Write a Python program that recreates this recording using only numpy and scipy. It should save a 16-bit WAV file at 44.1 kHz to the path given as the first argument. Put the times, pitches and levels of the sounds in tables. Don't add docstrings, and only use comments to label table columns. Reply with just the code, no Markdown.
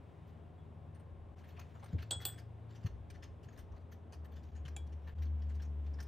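import sys
import numpy as np
from scipy import signal
from scipy.fft import rfft, irfft
from scipy.io import wavfile
from scipy.ndimage import uniform_filter1d

SR = 44100
rng = np.random.default_rng(int(sys.argv[2]) if len(sys.argv) > 2 else 0)


def wav_out(sig):
    wavfile.write(sys.argv[1], SR, np.round(np.clip(np.atleast_2d(sig).T, -1, 1) * 32767).astype(np.int16))


N = 267687
TIME = np.arange(N) / SR
BIN_HZ = np.maximum(np.fft.rfftfreq(N, 1 / SR), 1)
LEFT_RIGHT = np.array([[1], [-1]])

# onset [t/s], body, fizz, sheen [level/dB],
# low pocket, high pocket [f/Hz], high pocket [level/dB], rise [t/s]
SMACKS = [(0.266, -75.5, -83, -85, 2380, 3900, -88, 0.019), (0.942, -70, -78, -88, 1670, 9100, -82, 0.012),
          (.994, -76, -86, -86, 1500, 8970, -78, 0.0082),
          (1.365, -71.5, -78.5, -84, 1890, 5950, -84, 0.024),
          (1.434, -66, -84, -84, 1800, 9180, -86, 0.013), (1.472, -67.5, -76, -73, 2680, 6200, -81, 0.018),
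          (1.562, -62, -88, -93, 2600, 3900, -90, 0.011), (1.592, -54.5, -64, -63, 2270, 6000, -62, 0.0052),
          (1.608, -60, -74, -79, 2600, 6700, -79, 0.0064), (1.793, -71, -77, -95, 1860, 6100, -76, 0.0063),
          (1.824, -59.5, -79, -89, 2350, 9000, -80, .007),
          (1.838, -63.5, -70, -72, 1400, 9000, -67, 0.0065),
          (1.856, -59, -69, -73, 1670, 9200, -76, 0.0074), (1.979, -55, -75, -97, 2440, 5420, -83, 0.012),
          (2.003, -63, -74, -90, 2550, 5400, -76, .007), (2.02, -53.5, -65, -66, 2797, 4266, -60, 0.0067),
          (2.203, -64.5, -65, -65, 1650, 3800, -65, 0.017),
          (2.278, -58.5, -80, -92, 1440, 3030, -73, 0.0099), (2.315, -77, -73, -74, 2000, 4000, -82, .009),
          (2.372, -61.5, -65.5, -75, 1810, 6530, -81, 0.015),
          (2.681, -73.5, -84, -99, 1790, 4230, -80, 0.025),
          (2.745, -71, -77.5, -86, 2770, 5950, -74, 0.017),
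          (2.824, -67.5, -73, -95, 2750, 6500, -89, 0.015),
          (2.857, -56, -68, -71, 2690, 5970, -65.5, 0.0082),
          (3.099, -57, -60.5, -71, 2300, 8800, -68, 0.006),
          (3.136, -67.5, -80, -96, 1690, 5820, -78, 0.016),
          (3.22, -58.5, -68.5, -75.5, 3000, 4920, -68, 0.015),
          (3.425, -70, -73.5, -82, 2750, 7300, -81, .014), (3.483, -64, -82, -97, 1730, 6420, -71, 0.0053),
          (3.521, -73, -81, -84, 2500, 6300, -79, .01), (3.57, -64, -68.5, -71, 1660, 8750, -74.5, 0.018),
          (3.717, -76.5, -82, -93, 2700, 5970, -78, 0.0058), (3.759, -74, -82, -93, 1700, 4210, -88, 0.011),
          (3.912, -63.5, -75.5, -67, 1640, 6010, -72.5, 0.013),
          (4.119, -63.5, -65.5, -76, 2740, 9700, -78, .014),
          (4.242, -66, -74.5, -72.5, 1510, 8400, -80, 0.0093),
          (4.315, -71, -84, -75, 3300, 6700, -92, 0.01), (4.354, -67.5, -77.5, -82, 3470, 6630, -82, 0.015),
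          (4.43, -76, -76, -84.5, 3050, 5470, -81, 0.0089),
          (4.548, -69, -77, -95, 2490, 6600, -71.5, 0.016), (4.648, -57, -71, -86, 3150, 4030, -79, 0.0097),
          (4.678, -60, -66.5, -73, 2380, 5630, -64, 0.006), (4.862, -80, -79, -87, 3300, 5900, -81, .009),
          (4.918, -71.5, -76.5, -94, 2700, 6040, -84, 0.011),
          (5.065, -63, -76.5, -77.5, 1770, 4130, -75.5, 0.018),
          (5.217, -58.5, -68.5, -74, 2290, 5730, -72, 0.011),
          (5.263, -71, -88, -89, 3040, 5980, -86.5, .007),
          (5.417, -67.5, -82, -100, 3100, 5040, -69, 0.0055),
          (5.487, -65.5, -77, -88.5, 1690, 6950, -78, 0.015),
          (5.538, -73.5, -74, -82, 2760, 4450, -78, 0.015), (5.594, -64, -85, -94, 2900, 4120, -84, 0.0084),
          (5.617, -61.5, -67, -71, 1760, 5650, -62.5, 0.0094),
          (5.647, -79, -86.5, -94, 1700, 6300, -70, 0.0067),
          (5.858, -69, -83, -92, 2800, 5000, -79, 0.0091), (5.934, -75, -77, -101, 1890, 5310, -67, 0.0077),
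          (5.983, -58, -76, -94, 1520, 4230, -75, 0.0078), (6.0, -53.5, -60, -66, 1760, 5460, -53, 0.0061),
          (6.024, -64.5, -63, -66, 2380, 8900, -68, 0.0061)]
# [f/Hz], density [level/dB per Hz]
SMACK_SHEEN = [(9000, -37.5), (11600, -49), (13000, 15.5), (14300, 14), (15800, -5.5)]


def from_db(db):
    return 10 ** (np.asarray(db) / 20)


def rms_one(x):
    return x / np.sqrt(np.mean(x ** 2) + 1e-20)


def in_time(rows):
    s, *columns = np.transpose(rows)
    return [np.interp(TIME, s, column) for column in columns]


def in_hz(points):
    hz, value = np.transpose(points)
    return np.interp(np.log(BIN_HZ), np.log(hz), value)


def drift(rate_hz, order=16):
    grid = TIME[::order]
    hz = np.fft.rfftfreq(len(grid), order / SR)
    spectrum = rfft(rng.standard_normal(len(grid))) / (1 + (hz / rate_hz) ** 2)
    return np.interp(TIME, grid, rms_one(irfft(spectrum, len(grid))))


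def noise(spectrum):
    # [f/Hz], correlation [-]
    likeness = [(60, 0.93), (130, 0.65), (300, 0.7), (700, 0.55), (1400, 0.3), (2600, 1), (7000, 0.74),
                (15000, 0.28)]
    # [f/Hz], left over right [level/dB]
    leftward = [(60, 1.5), (130, 3.5), (330, 7), (700, 1), (1300, 4), (2600, -0.5), (15000, 0.5)]
    mid, side = rfft(rng.standard_normal((2, N)))
    alike = np.clip(in_hz(likeness), 0, 1)
    pair = np.sqrt(1 + alike) * mid + LEFT_RIGHT * np.sqrt(1 - alike) * side
    pair = pair * from_db(LEFT_RIGHT * in_hz(leftward) / 2)
    return rms_one(irfft(pair * from_db(in_hz(spectrum)), N))


def add(out, s, sound):
    start = int(s * SR)
    out[start:start + len(sound)] += sound[:N - start]


def swell(t, rise):
    return (t / rise * np.exp(1 - t / rise)) ** 2


def spell(start, length, attack, release):
    t = TIME - start
    return np.clip(t / attack, 0, 1) * np.exp(-np.clip((t - length) / release, 0, 30))


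def kitchen(x, t60, wet_db):
    treble_hz, treble_life = 9000, 0.33
    t = TIME[:SR // 2]
    white = rng.standard_normal((2, len(t))) * (t > .004)
    dull = signal.sosfiltfilt(signal.butter(3, treble_hz, fs=SR, output="sos"), white)
    bright = white - dull
    mid, side = dull * from_db(-60 * t / t60) + bright * from_db(-60 * t / (t60 * treble_life))
    tail = (mid + 0.18 * side * LEFT_RIGHT) / np.sqrt(np.sum(mid ** 2))
    return x + from_db(wet_db) * signal.fftconvolve(x * np.ones((2, 1)), tail, axes=1)[:, :N]


def reflections(x):
    # delay [t/s], [level/dB]
    echoes = [(.0009, -34), (.0017, -38.5), (.0029, -29), (.0041, -17.5), (.0056, -15.5)]
    comb = 1
    for k, (lag, db) in enumerate(echoes):
        comb = comb + (-1) ** k * from_db(db) * np.exp(-2j * np.pi * BIN_HZ * lag)
    return irfft(rfft(x) * comb / np.sqrt(np.mean(abs(comb) ** 2)), N)


def two_ports(x, lag_s):
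    return irfft(rfft(x) * np.exp(np.pi * 1j * BIN_HZ * lag_s * LEFT_RIGHT), N)


def air():
    # [f/Hz], density [level/dB per Hz]
    air_spectrum = [(20, -33.5), (42, -24.5), (55, -8.5), (90, -5.5), (150, -6), (195, -16.5), (260, -14),
                    (410, -17.5), (700, -20), (1050, -25.5), (1550, -35.5), (2400, -44), (3400, -52),
                    (4400, -59), (16000, -75)]
    # [f/Hz], density [level/dB per Hz]
    hiss_spectrum = [(400, -1.5), (1600, 4.5), (2700, 0), (3600, -2.5), (4300, -11.5), (6500, -16.5),
                     (10000, -15.5), (11500, -39.5), (14000, -19)]
    # [t/s], [level/dB]
    hiss_level = [(0, -75), (.22, -75), (.42, -76), (.52, -77.5), (.7, -77.5), (1.3, -78), (1.6, -72),
                  (2.2, -77.5), (2.6, -76), (4.0, -78.5), (6.07, -75)]
    # [f/Hz], density [level/dB per Hz]
    rumble_spectrum = [(20, -8.5), (35, -3.5), (60, 10.5), (90, 7.5), (140, -27.5), (400, -72)]
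    # start [t/s], length [t/s], [level/dB]
    rumbles = [(1.11, 0.2, -57), (2.884, .13, -49.5), (3.062, 0.13, -55.5), (3.261, 0.06, -51),
               (3.558, 0.18, -51.5), (4.448, 0.22, -54), (5.097, 0.041, -52)]
    rumble = sum(from_db(db) * spell(s, length, attack=0.028, release=0.033) for s, length, db in rumbles)
    hiss = from_db(in_time(hiss_level)[0]) * noise(hiss_spectrum)
    return from_db(-57.5) * noise(air_spectrum) + hiss + rumble * noise(rumble_spectrum)


def drone_tone(hz, db, flutter_db=1.72):
    level = np.sqrt(2) * from_db(db + flutter_db * drift(2.0))
    return level * np.sin(2 * np.pi * np.cumsum(hz) / SR)


def drones(waver_hz=0.52, hum_waver=.011):
    # [f/Hz], [level/dB]
    hum_tones = [(83, -56.5), (168, -70), (225, -71.5), (409, -75.5), (555, -81), (710, -79.5),
                 (1066, -82.5)]
    # [t/s], [f/Hz], [level/dB]
    far_drone = [(0, 106, -58), (.6, 102.3, -63.5), (1.1, 100.6, -56.5), (1.5, 103.7, -67),
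                 (2.1, 108.6, -49.5), (2.4, 110.7, -54), (2.75, 111.7, -53.5), (3.2, 107.5, -60),
                 (3.7, 97.2, -61), (6.07, 101.4, -74)]
    # [t/s], [f/Hz], [level/dB]
    high_drone = [(0, 159.8, -65), (.6, 157, -69), (.9, 153.1, -60), (1.2, 146.3, -70.5),
                  (1.45, 140.3, -63), (1.75, 139.2, -62.5), (2.0, 136, -89)]
    # [t/s], [f/Hz]
    near_pitch = [(0, 68.5), (4.2, 76.5), (4.8, 74.5), (5.2, 76), (5.6, 74.5), (6.07, 71)]
    # multiple of the fundamental [-], relative [level/dB]
    near_orders = [(1, 2), (2, -24.5), (3, -24), (4, -31.5)]
    # start [t/s], length [t/s], first [level/dB], growth [dB/s],
    # overtones' added [level/dB], their growth [dB/s]
    surges = [(4.114, 0.81, -51, 5, -6, 2.5), (5.151, 0.76, -43.5, -1.5, 0.5, 9.5)]
    pitch = in_time(near_pitch)[0] + waver_hz * drift(1.74)
    base, *overtones = [drone_tone(multiple * pitch, db) for multiple, db in near_orders]
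    near = 0
    for s, length, db, growth, overtone_db, harshening in surges:
        age = np.clip(TIME - s, 0, length)
        load = from_db(db + growth * age) * spell(s, length, attack=0.055, release=0.4)
        near = near + load * (base + from_db(overtone_db + harshening * age) * sum(overtones))
    far = 0
    for hz, db in (in_time(far_drone), in_time(high_drone)):
        far = far + drone_tone(hz + waver_hz * drift(7.3), db)
    hum = sum(drone_tone(hz * (1 + hum_waver * drift(11.99)), db) for hz, db in hum_tones)
    return (near + far + hum) * from_db([[.9], [-1]])


def pocket(hz, width_hz, size):
    b, a = signal.iirpeak(hz, hz / width_hz, fs=SR)
    once = signal.lfilter(b, a, rng.standard_normal(size))
    return rms_one(signal.lfilter(b, a, once))


def shifting_colour(x, size=512, shift_db=2.6):
    frames = signal.stft(x, nperseg=size)[2]
    chance = rng.standard_normal(frames.shape[1:])
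    over_pitch = uniform_filter1d(chance, size=4, axis=0)
    patches = rms_one(uniform_filter1d(over_pitch, size=4, axis=1))
    return signal.istft(frames * rms_one(from_db(shift_db * patches)), nperseg=size)[1][:, :N]


def smacks(grain_db=3.5, grain_hz=170, low_db=-4, width_hz=900, trim_db=-1.5):
    # [f/Hz], density [level/dB per Hz]
    body_spectrum = [(300, -1), (1100, 0.5), (1750, 14), (2300, 0), (3000, 5.5), (3700, -2.5), (4400, -0.5),
                     (5400, -28.5), (9000, -58)]
    # [f/Hz], density [level/dB per Hz]
    fizz_spectrum = [(2500, -24.5), (4300, 8.5), (6300, 9), (7600, -2), (10400, 1.5), (11600, -27.5),
                     (13000, -44)]
    t = TIME[:SR // 5]
    out, forces = np.zeros(N), np.zeros((3, N))
    for s, body_db, fizz_db, sheen_db, low_hz, high_hz, high_db, rise in SMACKS:
        burst = swell(t, rise)
        for hz, db in ((low_hz, body_db + low_db), (high_hz, high_db)):
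            add(out, s, from_db(db) * burst * pocket(hz, width_hz, size=len(t)))
        for force, db in zip(forces, (body_db, fizz_db, sheen_db)):
            add(force, s, from_db(db) * burst)
    for force, spectrum in zip(forces, (body_spectrum, fizz_spectrum, SMACK_SHEEN)):
        grain = rms_one(from_db(grain_db * drift(grain_hz)))
        out = out + force * grain * noise(spectrum)
    return from_db(trim_db) * kitchen(reflections(shifting_colour(out)), t60=0.27, wet_db=-13.0)


def stickiness(idle_db=-104, after_db=-16, after_s=0.034, clump_db=4.5, clump_hz=40):
    # start [t/s], length [t/s], [level/dB]
    squeezes = [(1.356, 0.47, -80), (1.72, 0.23, -76), (2.187, 0.037, -63), (2.256, 0.13, -74),
                (2.676, 0.16, -75.5), (3.484, 0.083, -75), (3.717, 0.055, -81), (4.293, 0.22, -77),
                (4.86, 0.058, -84), (5.007, 0.061, -79), (5.156, 0.05, -73.5), (5.378, 0.039, -79),
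                (5.818, 0.1, -77.5)]
    squeezed = [from_db(db) * spell(s, length, attack=.03, release=.04) for s, length, db in squeezes]
    smacked = [from_db(db + after_db) * spell(s, rise, rise, after_s) for s, db, *_, rise in SMACKS]
    clumps = rms_one(from_db(clump_db * drift(clump_hz)))
    return clumps * np.sqrt(from_db(idle_db) ** 2 + sum(part ** 2 for part in squeezed + smacked))


def crackle(per_s=7000, size_db=3.0, rise_s=0.0013, tilt_db=-3.0, count=24, sheen_db=-16.5):
    swing_db, swing_hz = 3.5, 14
    sizes = from_db(size_db * np.minimum(rng.exponential(1, N), 3)) * rng.choice([-1, 1], N)
    clicks = sizes * (rng.random(N) < per_s / SR)
    dealt = rng.integers(0, count, N)
    t = TIME[:SR // 50]
    out = 0
    for k, hz in enumerate(np.geomspace(1300, 7400, count)):
        loudness = from_db(tilt_db * np.log2(hz / 1300))
        grain = loudness * swell(t, rise_s) * np.sin(2 * np.pi * hz * t)
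        struck = clicks * (dealt == k) * from_db(swing_db * drift(swing_hz))
        out = out + signal.oaconvolve(struck, grain)[:N]
    out = signal.sosfilt(signal.butter(4, 8500, fs=SR, output="sos"), out)
    wet = rms_one(out) + from_db(sheen_db) * noise(SMACK_SHEEN)
    return kitchen(stickiness() * wet, t60=0.1, wet_db=-11.0)


def ring(t, hz, t60):
    return np.sin(2 * np.pi * hz * t) * from_db(-60 * t / t60)


def clinks(contact_s=.004, crack_rise_s=0.00099, crack_t60=0.0086, knock_rise_s=0.0033):
    # [t/s], bowl, spoon, crack, knock [level/dB], build-up of the ring [t/s]
    contacts = [(.578, -70.5, -95, -97, -92, 0.014), (2.1078, -51, -62.5, -38, -49, .0006),
                (2.1103, -34, -63.5, -48, -50, 0.00025), (2.1148, -31.5, -65, -48, -59, .004),
                (2.125, -59.5, -70, -53, -47.5, .002), (2.212, -53.5, -75, -72.5, -56.5, 0.0071),
                (2.252, -36.5, -56, -37, -47.5, 0.00032), (2.2615, -53, -72.5, -59, -52.5, .002),
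                (4.7643, -51.5, -45, -52.5, -55.5, 0.00047)]
    spots = [0, 0, 0, 1, 1, 0, 2, 2, 3]
    # [f/Hz], t60 [t/s], relative [level/dB] at spots 0, 1, 2, 3
    bowl = [(3342, .24, -.5, -30, -7, -4), (3424, .2, -7, -30, -3, -20), (8043, .23, -26, -12, -4.5, -21),
            (8096, .19, -24, -17, -3.5, -30), (8059, .11, -20, 0, -18, -30), (14325, .13, -28, -34, 0, -24),
            (14375, .08, -26, -28, -7, -35), (3520, .08, -14, -30, -25, -22),
            (3639, .13, -19, -30, -27, -28), (3753, .12, -18, -30, -21, -28),
            (6876, .15, -26, -30, -23, -21), (8240, .07, -18, -18, -9, -28),
            (8385, .06, -15, -26, -14, -28), (1528, .05, -19, -26, -23, -7), (4480, .014, -13, -30, 0, -30),
            (4660, .012, -4, -25, 2, -30), (7340, .07, -11, -23, -20, -3)]
    # [f/Hz], t60 [t/s], relative [level/dB]
    spoon = [(800, .07, -6), (1670, .05, -12.5), (2346, 0.1, -8.5), (2580, 0.028, -2.5), (3380, 0.027, -9),
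             (7180, 0.012, 9), (8860, 0.045, -10), (10680, 0.075, -12)]
    # [f/Hz], density [level/dB per Hz]
    crack_spectrum = [(900, -11.5), (2200, -14), (3400, 2.5), (4500, -1.5), (5400, -10.5), (7600, 0),
                      (9600, -4.5), (10400, -10.5), (11400, -32), (13000, -12.5), (14500, -9), (15800, -21)]
    # [f/Hz], density [level/dB per Hz]
    knock_spectrum = [(120, -4), (250, 2.5), (480, 5.5), (800, 2.5), (1150, -4.5), (1550, 1.5),
                      (2200, -15.5), (3000, -15.5), (5000, -27), (10000, -51)]
    t = TIME[:SR // 2]
    tones, force, push = np.zeros((3, N))
    for spot, (s, ring_db, spoon_db, crack_db, knock_db, build_s) in zip(spots, contacts):
        glass = sum(from_db(ring_db + dbs[spot]) * ring(t, hz, t60) for hz, t60, *dbs in bowl)
        steel = sum(from_db(spoon_db + db) * ring(t, hz, t60) for hz, t60, db in spoon)
        add(tones, s, (glass + steel) * (1 - np.exp(-t / build_s)))
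        chatter = from_db(crack_db - 60 * np.maximum(t - contact_s, 0) / crack_t60)
        add(force, s, chatter * (1 - np.exp(-t / crack_rise_s)))
        add(push, s, from_db(knock_db) * swell(t, knock_rise_s))
    crack = kitchen(reflections(force * noise(crack_spectrum)), t60=.18, wet_db=-9.5)
    knock = kitchen(push * noise(knock_spectrum), t60=0.24, wet_db=-6)
    return two_ports(kitchen(tones, t60=.27, wet_db=-40.0) + crack + knock, lag_s=7e-6)


def bumps(lowest_hz=62):
    # [t/s], swing [level/dB], [f/Hz], rise [t/s], thud against swing [level/dB]
    knocks = [(1.115, -40.5, 63, 0.011, -19), (1.93, -27, 84.8, 0.018, -14),
              (1.927, -35.5, 165, 0.0068, -14), (1.978, -36.5, 83.2, 0.027, -16),
              (2.14, -42, 82.4, 0.025, -16), (2.844, -28, 101, 0.0093, -21), (2.845, -36.5, 148, .011, -18),
              (2.907, -42, 81.7, 0.017, -21), (3.458, -38.5, 110, 0.0067, -17),
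              (4.641, -43.5, 127, 0.014, -20.5)]
    thud_spectrum = [(40, -23.5), (140, 6.5), (250, -7.5), (500, -15.5), (1500, -58.0), (8000, -85.0)]
    t = TIME[:SR // 4]
    tone, force = np.zeros(N), np.zeros(N)
    for s, db, hz, rise, thud_db in knocks:
        push = from_db(db) * swell(t, rise)
        add(tone, s, push * np.sin(2 * np.pi * hz * t))
        add(force, s, from_db(thud_db) * push)
    both = tone * from_db([[.8], [-1]]) + force * noise(thud_spectrum)
    return signal.sosfilt(signal.butter(2, lowest_hz, "high", fs=SR, output="sos"), both)


def rubs():
    # [t/s], [level/dB], rise [t/s]
    puffs = [(1.576, -57, 0.014), (1.741, -61, 0.018), (1.822, -55.5, 0.014), (2.02, -70, 0.0055),
             (2.85, -62, 0.015), (3.225, -69, .016), (3.58, -66, 0.01), (3.72, -65.5, 0.022),
             (4.119, -60.5, 0.014), (4.19, -69, 0.065), (4.65, -69, 0.018), (5.07, -60.5, 0.012),
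             (5.984, -61.5, 0.014)]
    # [f/Hz], density [level/dB per Hz]
    rub_spectrum = [(200, -27), (500, 8), (800, 8), (1200, 9.5), (1800, -24), (4000, -37), (10000, -55)]
    force = np.zeros(N)
    for s, db, rise in puffs:
        add(force, s, from_db(db) * swell(TIME[:SR // 2], rise))
    return force * noise(rub_spectrum)


def scene():
    dip_times = [1.354, 4.513, 5.146]
    dip_s, dip_db = .005, -12
    dips = from_db(dip_db * sum(np.exp(-((TIME - s) / dip_s) ** 2) for s in dip_times))
    return (air() + drones() + smacks() + crackle() + clinks() + bumps() + rubs()) * dips


def record(dry):
    return signal.sosfilt(signal.ellip(10, .2, 80, 15800, fs=SR, output="sos"), dry)


dry = scene()
out = record(dry)
wav_out(out)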